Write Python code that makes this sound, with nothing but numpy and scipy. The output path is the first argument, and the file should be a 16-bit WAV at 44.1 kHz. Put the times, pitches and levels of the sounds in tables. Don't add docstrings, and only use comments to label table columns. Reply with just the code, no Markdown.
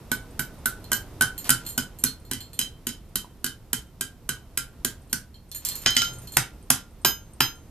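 import sys
import numpy as np
from scipy import signal
from scipy.fft import rfft, irfft, next_fast_len
from scipy.io import wavfile

SR = 44100
rng = np.random.default_rng(int(sys.argv[2]) if len(sys.argv) > 2 else 0)


def transcribe(signal):
    frames = np.atleast_2d(signal).T
    limited = np.clip(frames, -1, 1)
    pcm = np.round(limited * 32767).astype(np.int16)
    wavfile.write(sys.argv[1], SR, pcm)


N = 339570


def amp(db):
    return 10 ** (np.asarray(db) / 20)


def rms_one(x):
    return x / np.sqrt(np.mean(x ** 2) + 1e-20)


def at_hz(points, hz):
    points = np.array(points)
    return np.interp(np.log(hz), np.log(points[:, 0]), points[:, 1])


def band(x, low_hz, high_hz):
    return signal.sosfilt(signal.butter(2, [low_hz, high_hz], "band", fs=SR, output="sos"), x)


def grainy(shape, swing_db, most):
    noise = rng.standard_normal(shape)
    return noise * amp(swing_db * np.minimum(rng.exponential(1, shape), most))


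def swell(start, length, db, power=2):
    progress = np.clip((np.arange(N) / SR - start) / length, 0, 1)
    return amp(db) * np.sin(np.pi * progress) ** power


def clicks(seconds, db):
    out = np.full(N, 1e-18)
    np.add.at(out, np.round(np.asarray(seconds) * SR).astype(int), amp(db))
    return out


def chatter(x, noise, db, seconds):
    fade = signal.lfilter([0, 1], [1, -np.exp(-1 / (seconds * SR))], x)
    return x + amp(db) * noise * fade


def ring(x, hz, t60):
    r, w = amp(-60 / (t60 * SR)), 2 * np.pi * hz / SR
    return signal.lfilter([0, np.sin(w)], [1, -2 * r * np.cos(w), r * r], x)


ON_FACE_FROM_S = 5.48


def struck(modes, seconds, family_db, edges_hz, spread_db, chatter_db, chatter_s, t60_shares):
    luck = rng.normal(0, spread_db, (len(seconds), len(modes)))
    noise = rms_one(grainy(N, 4.7, 6))
    family = np.searchsorted(edges_hz, np.array(modes)[:, 0])
    move = int(ON_FACE_FROM_S * SR)
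    out = 0
    for k, (hz, db, t60) in enumerate(modes):
        hits = clicks(seconds, family_db[family[k]] + db + luck[:, k])
        touch = chatter(hits, noise, chatter_db, chatter_s)
        early, late = t60_shares(hz)
        on_horn = ring(touch[:move], hz, t60 * early)
        on_face = ring(touch[move:], hz, t60 * late)
        out = out + np.r_[on_horn, on_face]
    return out


# (frequency [Hz], likeness [0-1])
LIKENESS = [(60, 0.98), (500, 0.93), (2000, 0.78), (5000, 0.28), (13000, 0.037)]


def diffuse(length, shape):
    edges = 22 * 2 ** np.arange(0, 10, .5)
    white = rng.standard_normal((2, 2, length))
    out = 0
    for k, (low, high) in enumerate(zip(edges, edges[1:])):
        centre = np.sqrt(low * high)
        mid, side = band(white[k % 2], low, high)
        alike = np.clip(at_hz(LIKENESS, centre), 0, 1)
        stereo = np.sqrt(1 + alike) * mid + np.sqrt(1 - alike) * side * [[1], [-1]]
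        out = out + shape(centre) * stereo
    return out


# (time [s], relative level [dB])
FORGE = [(0, 4), (1.0, 6), (1.7, 3.5), (2.15, -1), (4, -4.5), (4.9, -1), (5.4, -6.5), (6.1, 5), (6.8, -3),
         (7.7, -1.5)]
# (frequency [Hz], relative level per Hz [dB])
FIRE = [(20, -5), (38, -4.5), (60, -5.5), (120, -10), (240, -16.5), (400, -21), (600, -26.5), (950, -28.5),
        (1500, -36.5), (2600, -39), (5000, -41), (8500, -43.5), (13500, -42.5)]
FIRE_DB, RUMBLE_FOLLOWS, HISS_FOLLOWS = -45.5, 0.3, 0.76
WHINE_HZ, WHINE_WIDTH_HZ, WHINE_DB = 13190, 160, -77
HUM_LOW_HZ, HUM_HIGH_HZ = 120.3, 126.315
HUM_START_S, HUM_LENGTH_S, HUM_DB = 5.92, .36, -44


def forge():
    vigour = np.interp(np.arange(N) / SR, *np.transpose(FORGE))

    def colour(hz):
        follows = np.interp(np.log(hz), np.log([80, 500, 5000]), [RUMBLE_FOLLOWS, 1, HISS_FOLLOWS])
        return amp(at_hz(FIRE, hz) + follows * vigour)

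    fire = rms_one(diffuse(N, colour))
    half_width = WHINE_WIDTH_HZ / 2
    whine = rms_one(band(rng.standard_normal(N), WHINE_HZ - half_width, WHINE_HZ + half_width))
    hum = rms_one(band(rng.standard_normal(N), HUM_LOW_HZ, HUM_HIGH_HZ))
    hum = hum * swell(HUM_START_S, HUM_LENGTH_S, HUM_DB, power=0.47)
    return amp(FIRE_DB) * fire + amp(WHINE_DB) * whine + hum


# (time [s], bright crack [dB], dull crack [dB], ring at 1400 Hz [dB],
# ring of the 1500 Hz pair [dB], of the 1600-2000 Hz pair [dB], of the body [dB], at 12 kHz [dB])
BLOWS = [(0.1169, -8, -33, -41.5, -22, -57, -36, -25), (0.3942, -7.5, -40, -41.5, -21, -50, -38, -22.5),
         (0.6582, -4.5, -44.5, -35, -25.5, -65, -45, -29), (0.9181, -7.5, -39, -39, -25, -35, -31.5, -25),
         (1.2103, -4.5, -32, -38, -15.5, -38.5, -31, -57), (1.4935, -1, -31.5, -30, -18.5, -54, -27, -38),
         (1.7787, -2.5, -34.5, -46, -25.5, -53, -33.5, -48), (2.039, -0.5, -38, -47, -27, -63, -40, -36),
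         (2.3135, -10.5, -42, -52, -41.5, -40, -32.5, -48),
         (2.5914, -3, -52.5, -51.5, -42.5, -42.5, -28, -49),
         (2.8696, -8, -44.5, -59, -39.5, -60.5, -35.5, -51), (3.1573, -4, -45, -57.5, -38.5, -64, -36, -34),
         (3.4439, -7.5, -52, -44, -32.5, -38, -36, -57), (3.7314, -3.5, -38, -41.5, -38, -37, -34.5, -52),
         (4.0105, -7.5, -53, -42.5, -30, -36.5, -39, -53), (4.2914, -8, -41.5, -43, -27, -36, -35.5, -50),
         (4.575, -4, -58, -38.5, -27.5, -39, -36, -61), (4.8486, -3, -39, -48, -35, -35, -37.5, -57),
         (5.1297, -2.5, -43.5, -44, -25, -38, -41.5, -64),
         (5.8612, -41, -25.5, -24.5, -25.5, -30, -18, -50), (5.9667, -11, -50.5, -29, -61, -44, -18, -35),
         (6.0186, -43, -65, -30, -46, -38, -29, -34.5), (6.3697, 2.5, -23.5, -34, -23.5, -33, -36, -58),
         (6.7034, 4, -24.5, -31.5, -23, -52, -34.5, -38), (7.049, -6, -25.5, -28, -32, -26, -23.5, -21.5),
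         (7.4057, -8, -23.5, -25.5, -53.5, -26, -22, -21.5)]
# (time [s], relative level of the bright crack [dB])
REBOUNDS = [(0.9314, -3.5), (1.2213, -2), (1.504, 3.5), (1.7874, -23), (2.0467, -13), (2.3339, -16),
            (2.6135, -14), (2.891, -21.5), (3.4643, -14.5)]
REBOUND_DULL_LOSS_DB, REBOUND_RING_LOSS_DB = 17, 5.5


def contacts():
    blows, rows = np.array(BLOWS), []
    for s, bright in REBOUNDS:
        before = blows[np.searchsorted(blows[:, 0], s) - 1]
        dull = before[2] - REBOUND_DULL_LOSS_DB
        rings = before[3:] - REBOUND_RING_LOSS_DB
        rows.append([s, bright, dull, *rings])
    return np.vstack([blows, rows]).T


THUD_DB, THUD_FOLLOWS = -22.5, 0.34


def stump_thud(dull):
    return THUD_DB + THUD_FOLLOWS * dull


# (frequency [Hz], relative level [dB], t60 on the face [s])
ANVIL = [(137, -6, .11), (190, -3, .07), (250, -3, .07), (324, -4, .09), (400, -6, .06), (870, -12, .08),
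         (1030, -13, .07), (1398, 0, .26), (1501, -1, .12), (1545, -9, .1), (1591, 0, .19), (2015, -8, .15),
         (3033, -4, .21), (3111, 1.5, .22), (3225, -8, .14), (3978, -2, .19), (4689, -12, .2),
         (5069, 1, .18), (5363, -5, .22), (6213, 3, .2), (6381, -2, .4), (6633, 4, .15), (7117, -7, .18),
         (8560, 0, .14), (9717, -3, .1), (11110, -9, .24), (12122, -1, .2), (13260, -8, .13)]
FAMILY_EDGES_HZ = [600, 1200, 1450, 1550, 2500, 3500, 4500, 5800, 6300, 6500, 7500, 10500, 11500, 12600]
BODY_FROM_HORN = [0.5, -0.5, -9, -18.5, -16.5, -11.5, -11, -19, -17.5]
BODY_FROM_FACE = [-1.5, -1.5, -5.5, -14.5, -5.5, -17, -16, -4.5, -19.5]
WITH_TREBLE = [0, 0, 0, 0, .4, 0, 0, .5, 0]
KNOCK_DB = 0.5
HORN_T60_SHARE, HORN_LOW_T60_SHARE, HORN_DAMPS_ABOVE_HZ = .5, .8, 2500
TOCK_S, TOCK_DB, TOCK_HZ, TOCK_T60_S = 3.2455, -35, 980, 0.02


def anvil():
    s, _, dull, lowest, pair, upper_pair, body, treble = contacts()
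    from_body = np.where(s > ON_FACE_FROM_S, np.c_[BODY_FROM_FACE], np.c_[BODY_FROM_HORN])
    *others, top = body + np.c_[WITH_TREBLE] * (treble - body) + from_body
    family_db = [stump_thud(dull), dull + KNOCK_DB, lowest, pair, upper_pair, *others, treble, top]

    def t60_shares(hz):
        return (HORN_T60_SHARE if hz > HORN_DAMPS_ABOVE_HZ else HORN_LOW_T60_SHARE), 1

    out = struck(ANVIL, s, family_db, FAMILY_EDGES_HZ, spread_db=2.5,
                 chatter_db=-31.5, chatter_s=0.02, t60_shares=t60_shares)
    return out + ring(clicks([TOCK_S], [TOCK_DB]), TOCK_HZ, TOCK_T60_S)


GRAZE_DB, GRAZE_S, CRACK_MS = -10.5, .0016, 2.36
RATTLE_DB, RATTLE_YIELDS = -29.5, .25
MIDDLE_FACE_DB, MIDDLE_WITH_BODY = -9.5, 0.33
MIDDLE_HORN_DB, MIDDLE_FOLLOWS = -30.5, 0.42


def hammer():
    s, bright, dull, _, _, _, body, _ = contacts()
    on_face = s > ON_FACE_FROM_S
    middle_on_face = MIDDLE_FACE_DB + MIDDLE_WITH_BODY * body
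    middle = np.where(on_face, middle_on_face, MIDDLE_HORN_DB + MIDDLE_FOLLOWS * bright)
    thud = stump_thud(dull)
    rattle = RATTLE_DB - RATTLE_YIELDS * np.where(on_face, 0, bright)

    t = np.arange(SR // 4) / SR
    fade = np.exp(-np.maximum(t - GRAZE_S, 0) * 1000 / CRACK_MS)
    landing = np.where(t < GRAZE_S, amp(GRAZE_DB), fade)
    out = np.zeros(N)
    for k, start in enumerate(np.round((s - .0014) * SR).astype(int)):
        rattling = amp(rattle[k] - 60 * t / 0.18) * (t > GRAZE_S) * grainy(len(t), 4.9, 4)
        crack = landing * rng.standard_normal(len(t)) + rattling
        burst = amp(bright[k] - 4.0) * band(crack, 6900, 13200)
        burst -= amp(middle[k] + 14.0) * band(crack, 1780, 6020)
        burst += amp(dull[k] + 21.5) * band(crack, 643, 1940)
        burst -= -amp(thud[k] + 28.0) * band(crack, 163, 340)
        out[start:start + len(t)] += burst
    return out


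# (time [s], relative level [dB])
CHIRPS = [(.229, -58), (.309, -51), (.587, -50), (2.199, -50), (2.8, -79), (3.089, -58.5), (3.4, -61.5),
          (3.869, -58.5), (5.019, -56), (5.074, -58.5), (5.492, -56), (6.186, -41.5), (6.627, -47.5),
          (6.908, -55.5), (7.017, -49), (7.335, -51), (7.556, -49.5)]
# (frequency [Hz], relative level [dB], t60 [s])
CHAIN = [(8500, -4, 0.032), (8630, -5, .04), (10550, -1, .03)]
UPPER_LINK_DB = -9


def chain():
    s, db = np.transpose(CHIRPS)
    return struck(CHAIN, s, [db, db + UPPER_LINK_DB], [9500], spread_db=3.5,
                  chatter_db=-25, chatter_s=0.01, t60_shares=lambda hz: (1, 1))


# (time [s], tick [dB], low prong [dB], high prongs [dB])
CLINKS = [(.5387, -38, -70, -68), (.842, -23, -46.5, -64), (1.379, -28, -42, -38.5),
          (1.444, -13.5, -38, -58), (1.6513, -30, -46, -51), (1.6642, -39.5, -36.5, -39),
          (1.6885, -35, -56, -42.5), (1.709, -38, -53, -56), (1.9874, -38, -52, -44.5),
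          (2.0611, -25, -29.5, -50), (2.2503, -46.5, -58, -60), (2.405, -26, -38.5, -47),
          (2.5321, -29, -42.5, -46), (5.097, -39, -54.5, -57), (5.343, -50, -49.5, -63.5),
          (5.5158, -12, -42, -54), (5.5479, -40, -39.5, -35.5), (5.6502, 1, -31, -31.5),
          (5.668, -17, -44.5, -58), (5.688, -1, -42, -50), (5.712, -24.5, -39, -42), (5.755, -11, -45, -36),
          (5.817, -33, -51, -45), (5.9055, -6.5, -36, -42), (5.95, -30, -28.5, -38),
          (6.0453, -25, -42.5, -41), (6.1306, -32, -56, -50.5), (6.219, -31, -65, -53),
          (6.273, -21, -46.5, -48), (6.321, -34, -48.5, -43), (6.338, -23, -41.5, -48)]
# (frequency [Hz], relative level [dB], t60 when not held [s])
TONGS = [(1814, -24, .16), (3171, -14, .15), (3528, -12, .08), (4170, -9, .1), (4262, -2, .12),
         (4350, -11, .08), (5180, -16, .1), (6142, -14, .1), (6907, -6, .15), (7531, -4, .1),
         (7612, -5, .12), (8690, -7, .12), (8840, -5, .12), (9370, -6, .12), (10550, -12, .1),
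         (11630, -5, .1), (12070, -6, .1), (12880, -10, .1), (13050, -4, .1), (13140, -2, .13),
         (14170, -9, .15)]
PRONG_EDGES_HZ = [6000]
GRIP_T60_SHARE = 0.61


def tongs():
    s, tick, *prongs = np.transpose(CLINKS)
    rings = struck(TONGS, s, prongs, PRONG_EDGES_HZ, spread_db=2.5, chatter_db=-25, chatter_s=0.025,
                   t60_shares=lambda hz: (GRIP_T60_SHARE, GRIP_T60_SHARE))
    ticks = chatter(clicks(s, tick + 1), rng.standard_normal(N), -24.0, 0.011)
    return rings + band(ticks, 4800, 21000)


# (start [s], length before release [s], level [dB])
SCRAPES = [(1.448, 0.027, -37.5), (1.646, 0.055, -64), (5.638, .08, -53.5), (5.752, 0.03, -51),
           (6.07, 0.0092, -46), (6.1, 0.16, -58)]
# (frequency [Hz], relative level per Hz [dB])
SCRAPE = [(300, -9), (700, 6), (2500, 3), (6000, 1), (14000, 0)]
SCRAPE_ATTACK_S, SCRAPE_RELEASE_DB_PER_S = .006, 510


def scrapes():
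    hz = np.maximum(np.fft.rfftfreq(N, 1 / SR), 1)
    grains = rms_one(irfft(rfft(grainy(N, 1.2, 5)) * amp(at_hz(SCRAPE, hz)), N))
    t = np.arange(N) / SR
    out = np.zeros(N)
    for start, length, db in SCRAPES:
        attack = np.clip((t - start) / SCRAPE_ATTACK_S, 0, 1)
        release_db = SCRAPE_RELEASE_DB_PER_S * np.maximum(t - start - length, 0)
        out += grains * attack * amp(db - release_db)
    return out


# (start [s], length [s], peak of the swell [dB])
SHUFFLES = [(1.3, 0.47, -50.5), (5.575, 0.27, -48.5), (5.781, 0.17, -47), (6.1, 0.45, -72)]


def boots():
    gravel = rms_one(band(grainy(N, 7.5, 5), 350, 7000))
    return gravel * sum(swell(*row) for row in SHUFFLES)


# (frequency [Hz], t60 [s])
SHOP_T60 = [(150, 0.24), (700, 0.24), (2000, 0.24), (5000, 0.2), (13000, 0.16)]
# (frequency [Hz], level [dB])
SHOP_DB = [(150, 2.5), (700, -7.5), (2000, -6.5), (5000, -5), (13000, -9.5)]


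def shop(x):
    t = np.arange(SR // 2) / SR

    def decay(hz):
        t60 = at_hz(SHOP_T60, hz)
        unit_energy = np.sqrt(np.log(1e6) / t60 / SR)
        return amp(at_hz(SHOP_DB, hz) - 60 * t / t60) * unit_energy

    tail = diffuse(len(t), decay) * np.clip((t - .003) / 0.0033, 0, 1)
    return signal.fftconvolve(x[None], tail, axes=1)[:, :N]


# (frequency [Hz], level [dB])
PORT_DB = [(60, 0.5), (250, 0.5), (1000, 1.5), (2000, 1), (4500, 1), (8000, 2), (14000, -8.5)]
# (frequency [Hz], phase [rad])
PORT_LEAD = [(200, 0), (2000, -1.2), (4000, 1.5), (5100, 2), (7100, 1), (9000, 1.52), (12000, 0.56),
             (14000, 0.9)]


def ports(x):
    size = next_fast_len(N + 4096)
    hz = np.maximum(np.fft.rfftfreq(size, 1 / SR), 1)
    half = amp(at_hz(PORT_DB, hz) / 2) * np.exp(.5j * at_hz(PORT_LEAD, hz))
    return irfft(rfft(x, size) * np.array([half, 1 / half]), size)[:, :N]


def scene():
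    fire = forge()
    near = hammer() + anvil() + chain() + tongs() + scrapes() + boots()
    direct = ports(near) * amp([[-1.25], [1.25]])
    room = shop(near) * amp([[-1.3], [1.3]])
    return direct + room + fire * amp([[-.7], [.7]])


CUTOFF_HZ = 14550


def record(dry):
    rounded = 1.45 * np.tanh(dry / 1.466)
    return signal.sosfilt(signal.cheby2(22, 60, CUTOFF_HZ, fs=SR, output="sos"), rounded)


dry = scene()
out = record(dry)
transcribe(out)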